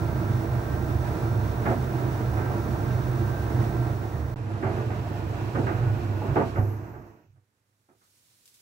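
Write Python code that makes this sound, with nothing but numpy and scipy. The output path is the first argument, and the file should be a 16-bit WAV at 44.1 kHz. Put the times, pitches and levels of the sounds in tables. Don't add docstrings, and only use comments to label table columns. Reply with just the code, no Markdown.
import sys
import numpy as np
from scipy import signal
from scipy.fft import rfft, irfft, next_fast_len
from scipy.io import wavfile

SR = 44100
rng = np.random.default_rng(int(sys.argv[2]) if len(sys.argv) > 2 else 0)


def log_audio(samples):
    frames = np.atleast_2d(samples).T
    limited = np.clip(frames, -1, 1)
    pcm = np.round(limited * 32767).astype(np.int16)
    wavfile.write(sys.argv[1], SR, pcm)


N = 379877
TIME_S = np.arange(N) / SR

BREAK_S, RESUME_S = 4.342, 4.359
DRIVE_ON_S, SWITCH_OFF_S, COAST_S, REST_S = 4.74, 6.45, 6.56, 7.33
SHAFT_HZ, SWITCHING_HZ, FAN_LAG_S = 48.89, 12231, 0.085

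# freq_hz, width_hz, early_db, late_db
BOOM_MODES = [(38, 8, -17, -22.5), (50.3, 9.2, -14, -11), (74.9, 16, -4.5, -7.5), (101.76, 7.3, 0.5, 6.5),
              (122.1, 17.3, 0.5, 0.5), (150.3, 12, -13.5, -13.5)]
# centre_s, level_db, half_length_s
LURCHES = [(5.9, -24, 0.095), (6.32, -20.5, 0.025), (6.6, -27, .06), (7.305, -54, 0.058)]
# freq_hz, density_db
RUSH_SPECTRUM = [(88, -33), (150, 0.5), (260, -2.5), (340, 0), (519, -9.5), (613, -4), (948, -9.5),
                 (1600, -14), (3200, -37.5), (4160, -77.5)]
# freq_hz, width_hz, level_db
DUCT_MODES = [(192.3, 2.7, 5.5), (224.8, 16, 2), (301.6, 11.8, 2), (339.5, 38.5, 3), (436.6, 14, 2.5),
              (472.6, 11.6, 5), (696, 26.5, -0.5), (957, 9.4, 5.5)]
# freq_hz, density_db
HISS_SPECTRA = [
    [(1470, -20.5), (2500, 3), (3090, -1), (5700, -3.5), (7100, -6.5), (12200, -8.5), (14500, -8.5)],
    [(1500, -18.5), (2500, 0), (3250, -6.5), (6430, -13), (10600, -20.5), (12300, -18), (14000, -22.5),
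     (15500, -20)],
    [(700, -13.5), (2500, -7.5), (4100, -4.5), (11300, -4.5), (15500, -11)],
]
# freq_hz, density_db
COAST_SPECTRUM = [(1470, -31), (2500, -2), (3300, -14.5), (5900, -10.5), (6500, -10), (7200, -14.5),
                  (10100, -22), (12500, -13), (15700, -13.5)]
# centre_s, level_db, half_length_s
RUSTLES = [(5.66, -56, 0.3), (6.48, -53.5, 0.027)]
# time_s, level_db
HISS_FLOOR = [(7.33, -84), (7.96, -75), (8.04, -67), (8.61, -61.5)]
# start_s, level_db, length_s, treble_db, lowpass_hz
THUDS = [(1.653, -19.5, 0.067, -11, 1500), (1.708, -19, 0.023, -23, 900), (2.37, -30, 0.12, -10.5, 1500),
         (2.449, -26.5, 0.1, -17, 900), (4.624, -22, 0.09, -13.5, 1300), (4.77, -27, 0.079, -16, 1200),
         (4.899, -29.5, 0.061, -12.5, 1200), (5.548, -24, 0.054, -12, 880), (5.568, -15, 0.063, -32, 450),
         (5.666, -22.5, 0.074, -11, 1220), (5.745, -31.5, 0.19, -12, 1200),
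         (6.214, -27, 0.075, -28.5, 1213), (6.356, -12, 0.072, -18, 1096), (6.556, -32.5, 0.044, -7, 1516),
         (6.568, -21, 0.063, -20.5, 750), (6.936, -39.5, 0.055, -13.5, 1800),
         (7.357, -62, 0.043, -13, 1500), (7.885, -52.5, 0.057, -16, 700), (8.011, -75.5, 0.061, 5, 1500)]
# freq_hz, level_db, t60_s
DRUM_MODES = [(144.8, -3, 0.068), (246.9, -13.5, 0.4), (303.5, -15, 0.17), (355, -5, .1), (384, -4.5, 0.26),
              (435, -7.5, 0.17), (487, -14, 0.36), (569, -2, 0.081), (666.7, -9, 0.25), (745, -1.5, 0.079),
              (849, 8.5, 0.02), (1168, -4.5, 0.1)]
# freq_hz, width_hz, level_db
CLOTH_MODES = [(1325, 100, -2), (1505, 130, -1), (1884, 300, -4.5), (2550, 670, -9.5)]
# time_s, speed_ratio
RUN_DOWN = [(6.45, 1), (6.61, .69), (6.83, .52), (7.2, .05), (7.26, .003), (7.3, 0)]
# pitch_hz, level_db
EARLY_TONES = [(1321, -58), (1369, -57), (1865, -66), (11820, -72), (12625, -77), (15116, -66),
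               (15719, -59)]
# pitch_hz, level_db
LATE_TONES = [(1459, -59), (1809, -67), (2681, -72), (15186, -76), (15730, -74)]
# centre_s, level_db, half_length_s
SQUEAL_SWELLS = [(.72, -50.5, 0.11), (2.43, -47, 0.049), (2.92, -48.5, 0.038), (3.36, -48.5, 0.13)]
# freq_hz, level_db
ORDER_SPECTRUM = [(3150, -88), (3560, -70), (3950, -83), (4290, -74), (4900, -84), (5300, -76), (5850, -74),
                  (6900, -85), (10500, -87)]
# time_s, gain_db
BRAKE_BOOST = [(6.53, 0), (6.61, 12), (6.77, 11), (6.84, 1)]
# pitch_hz, centre_s, level_db, half_length_s
BRAKE_TONE = (8554, 6.69, -83, .12)
# start_s, level_db
TICKS = [(8.456, -42), (8.4777, -43), (8.542, -43.5)]
# freq_hz, density_db
ROOM_SPECTRUM = [(82, -32.5), (140, -1), (379, -4.5), (808, -11.5), (1520, -9), (4000, -25), (5600, -76)]
# freq_hz, left_minus_right_db
BALANCE = [(60, -6), (110, -3.5), (200, -7), (380, -5.5), (700, -2), (1290, -4), (2380, -5), (4400, -4.5),
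           (15000, -2)]
# freq_hz, left_lead_rad
LEFT_LEAD = [(0, 0), (400, -.4), (900, -.5), (1380, -3.2), (2930, -8.4), (5600, -19), (16700, -25)]
# freq_hz, coherence_ratio
COHERENCE = [(60, .995), (200, .975), (400, .8), (800, .48), (1500, .4), (3000, .22), (15000, .28)]


def cabinet_boom(tumble):
    modes = np.array(BOOM_MODES)
    early = noise(lambda hz: np.sqrt(peaks(modes[:, [0, 1, 2]], hz)))
    late = noise(lambda hz: np.sqrt(peaks(modes[:, [0, 1, 3]], hz)))
    running = amp(early_late(-26.5, -29.5)) * speed() ** 1.47
    gain = np.sqrt(running ** 2 + amp(-76) ** 2 + swells(LURCHES))
    return gain * amp(0.14 * tumble) * early_late(early, late)


def air_rush(tumble):
    rush = noise(lambda hz: amp(at_hz(RUSH_SPECTRUM, hz)) * np.sqrt(0.69 + peaks(DUCT_MODES, hz)))
    gain = amp(early_late(-32.5, -35.5)) * speed(FAN_LAG_S) ** 1.47
    flutter_db = 0.6 * tumble + 0.5 * drift(18)
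    return gain * amp(flutter_db) * rush


def air_hiss(tumble):
    early, late, at_rest, coasting = [noise(lambda hz: amp(at_hz(spectrum, hz)))
                                      for spectrum in [*HISS_SPECTRA, COAST_SPECTRUM]]
    early *= 1 + 0.054 * np.sin(2 * np.pi * SHAFT_HZ * TIME_S)
    stages = [TIME_S < RESUME_S, TIME_S < COAST_S, TIME_S < REST_S]
    hiss = np.select(stages, [early, late, coasting], at_rest)
    running = amp(early_late(-52.5, -53.5)) * off_decay(db_per_s=20) * speed(FAN_LAG_S) ** 0.42
    gain = np.sqrt(running ** 2 + amp(curve(HISS_FLOOR)) ** 2 + swells(RUSTLES))
    flutter_db = 0.39 * tumble + 0.65 * drift(10)
    return gain * amp(flutter_db) * hiss


def laundry_thuds():
    size = 8000
    t = np.arange(size) / SR
    push, flap = np.zeros((2, 2, N + size))
    for start_s, level_db, length_s, treble_db, lowpass_hz in THUDS:
        contacts = unit_rms(rng.standard_normal((2, size)) * amp(2 * rng.exponential(1, size)))
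        first_blow = 0.4 * np.exp(-t / 0.008)
        attack = 1 - np.exp(-t / 0.002)
        slap = contacts * attack * (np.exp(-(t / length_s) ** 2) + first_blow)
        at = round(start_s * SR)
        push[:, at:at + size] += amp(level_db) * butter(slap, 2, lowpass_hz, "low")
        flap[:, at:at + size] += amp(level_db + treble_db) * slap
    drum = sum(amp(db) * ring(push[:, :N], hz, t60_s) for hz, db, t60_s in DRUM_MODES)
    cloth = sum(amp(db) * ring(flap[:, :N], hz, 1.4 / width_hz) for hz, width_hz, db in CLOTH_MODES)
    return butter(amp(-35) * drum + amp(-15.5) * cloth, 4, [130, 2500], "band")


def motor_whine():
    squeal_gain = np.sqrt(amp(-56.5) ** 2 + swells(SQUEAL_SWELLS))
    early = squeal_gain * tone(1563, 0, waver_db=0.64) + shaft_orders()
    early += sum(tone(hz, db, waver_db=3 if hz < 8000 else 0.7) for hz, db in EARLY_TONES)
    late = sum(tone(hz, db, waver_db=3) for hz, db in LATE_TONES) * off_decay(db_per_s=200)
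    drive_on = np.clip((TIME_S - DRIVE_ON_S) / 0.04, 0, 1)
    return early_late(early, drive_on * (late + drive_whistle()))


def shaft_orders():
    orders = np.arange(60, 215)
    order_db = at_hz(ORDER_SPECTRUM, SHAFT_HZ * orders) + rng.normal(0, 2.5, len(orders))
    gains = amp(order_db + rng.normal(0, 1, (2, len(orders))))
    phases_rad = rng.uniform(0, 2 * np.pi, len(orders)) + rng.uniform(0, 1.4, gains.shape)
    one_turn = np.linspace(0, 1, 4097)
    waves = [gain @ np.sin(2 * np.pi * np.outer(orders, one_turn) + phase[:, None])
             for gain, phase in zip(gains, phases_rad)]
    turn = np.cumsum(SHAFT_HZ * (1 + 0.00012 * drift(1.9))) / SR % 1
    return np.array([np.interp(turn, one_turn, wave) for wave in waves]) * amp(drift(2.8))


def drive_whistle():
    spread_hz = 377 * speed()
    upper = speed() ** 0.8 * tone(SWITCHING_HZ + spread_hz, -75 + curve(BRAKE_BOOST), waver_db=3.5)
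    lower = speed() ** 0.6 * tone(SWITCHING_HZ - spread_hz, -77, waver_db=3.5)
    brake_hz, *brake_swell = BRAKE_TONE
    brake = np.sqrt(swells([brake_swell])) * tone(brake_hz, 0, waver_db=1.7)
    return (upper + lower + brake) * (TIME_S < REST_S)


def laundry_slide():
    rubbing = np.clip((TIME_S - SWITCH_OFF_S) / 3.15, 0, 1) * speed() ** 0.21
    return rubbing * amp(-57.5 + 2.5 * drift(25)) * noise(lambda hz: np.sqrt(peaks(CLOTH_MODES, hz)))


def metal_ticks():
    size = 4000
    t = np.arange(size) / SR
    envelope = 0.4 * np.exp(-t / 0.00052) + 0.31 * np.exp(-t / 0.021)
    out = np.zeros((2, N + size))
    for start_s, level_db in TICKS:
        crack = rng.standard_normal((2, size)) * envelope
        at = round(start_s * SR)
        out[:, at:at + size] += amp(level_db) * butter(crack, 2, [2850, 13000], "band")
    return out[:, :N]


def room_tone():
    return amp(-77.5) * noise(lambda hz: amp(at_hz(ROOM_SPECTRUM, hz)))


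def speed(lag_s=0):
    return curve([(time_s + lag_s, ratio) for time_s, ratio in RUN_DOWN])


def off_decay(db_per_s):
    return amp(-db_per_s * np.maximum(TIME_S - SWITCH_OFF_S, 0))


def early_late(early, late):
    return np.where(TIME_S < RESUME_S, early, late)


def swells(rows):
    return sum(amp(db) ** 2 * np.exp(-((TIME_S - at_s) / half_s) ** 2) for at_s, db, half_s in rows)


def peaks(modes, hz):
    return sum(amp(db) ** 2 / (1 + (2 * (hz - mode_hz) / width_hz) ** 2) ** 2
               for mode_hz, width_hz, db in modes)


def tone(pitch_hz, level_db, waver_db):
    phase_rad = 2 * np.pi * np.cumsum(pitch_hz + 1.5 * drift(3)) / SR
    lead_rad = rng.uniform(0, np.pi / 3, (2, 1)) * [[1], [0]]
    gain = np.sqrt(2) * amp(level_db + waver_db * drift(4)) * amp([[-0.8], [0.8]])
    return gain * np.sin(phase_rad + lead_rad)


def ring(force, hz, t60_s):
    r, w = amp(-60 / (t60_s * SR)), 2 * np.pi * hz / SR
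    return signal.lfilter([0, np.sin(w)], [1, -2 * r * np.cos(w), r * r], force + 1e-18)


def noise(colour):
    size = next_fast_len(N)
    hz = np.arange(size // 2 + 1) * SR / size
    real, imaginary = rng.standard_normal((2, 2, len(hz)))
    return unit_rms(irfft((real + 1j * imaginary) * colour(hz), size)[:, :N])


def drift(rate_hz):
    hop = 40
    r = np.exp(-2 * np.pi * rate_hz * hop / SR)
    slow = signal.lfilter([1], [1, -2 * r, r * r], rng.standard_normal(N // hop + 2002))[2000:]
    return np.interp(np.arange(N) / hop, np.arange(len(slow)), unit_rms(slow))


def stereo_image(pair):
    size = next_fast_len(N)
    hz = np.arange(size // 2 + 1) * SR / size
    common, separate = rfft(pair, size)
    coherence = at_hz(COHERENCE, hz)
    lead = np.exp(1j * np.interp(hz, *np.transpose(LEFT_LEAD)))
    tilt = amp(at_hz(BALANCE, hz) / 2)
    left = coherence * lead * common + np.sqrt(1 - coherence ** 2) * separate
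    return irfft([left * tilt, common / tilt], size)[:, :N]


def curve(points):
    return np.interp(TIME_S, *np.transpose(points))


def at_hz(points, hz):
    freq_hz, values = np.transpose(points)
    return np.interp(np.log(hz + 1), np.log(freq_hz + 1), values)


def butter(x, order, edge_hz, kind):
    return signal.sosfilt(signal.butter(order, edge_hz, kind, fs=SR, output="sos"), x)


def amp(db):
    return 10 ** (np.asarray(db) / 20)


def unit_rms(x):
    return x / np.sqrt(np.mean(x ** 2) + 1e-20)


def scene():
    tumble = drift(9.4)
    machine = cabinet_boom(tumble) + air_rush(tumble) + air_hiss(tumble)
    noises = machine + laundry_thuds() + laundry_slide() + room_tone()
    mix = stereo_image(noises) + motor_whine() + metal_ticks()
    gate = np.clip(np.maximum(BREAK_S - TIME_S, TIME_S - RESUME_S) / 0.0005, amp(-36), 1)
    fade_db = curve([(BREAK_S - 0.64, 0), (BREAK_S, -5.5), (RESUME_S, -5), (RESUME_S + 0.3, 0)])
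    return mix * gate * amp(fade_db)


def record(dry):
    top_cut = signal.ellip(14, 0.3, 75, 15790, fs=SR, output="sos")
    return signal.sosfilt(top_cut, butter(dry, 2, 32, "high"))


dry = scene()
out = record(dry)
log_audio(out)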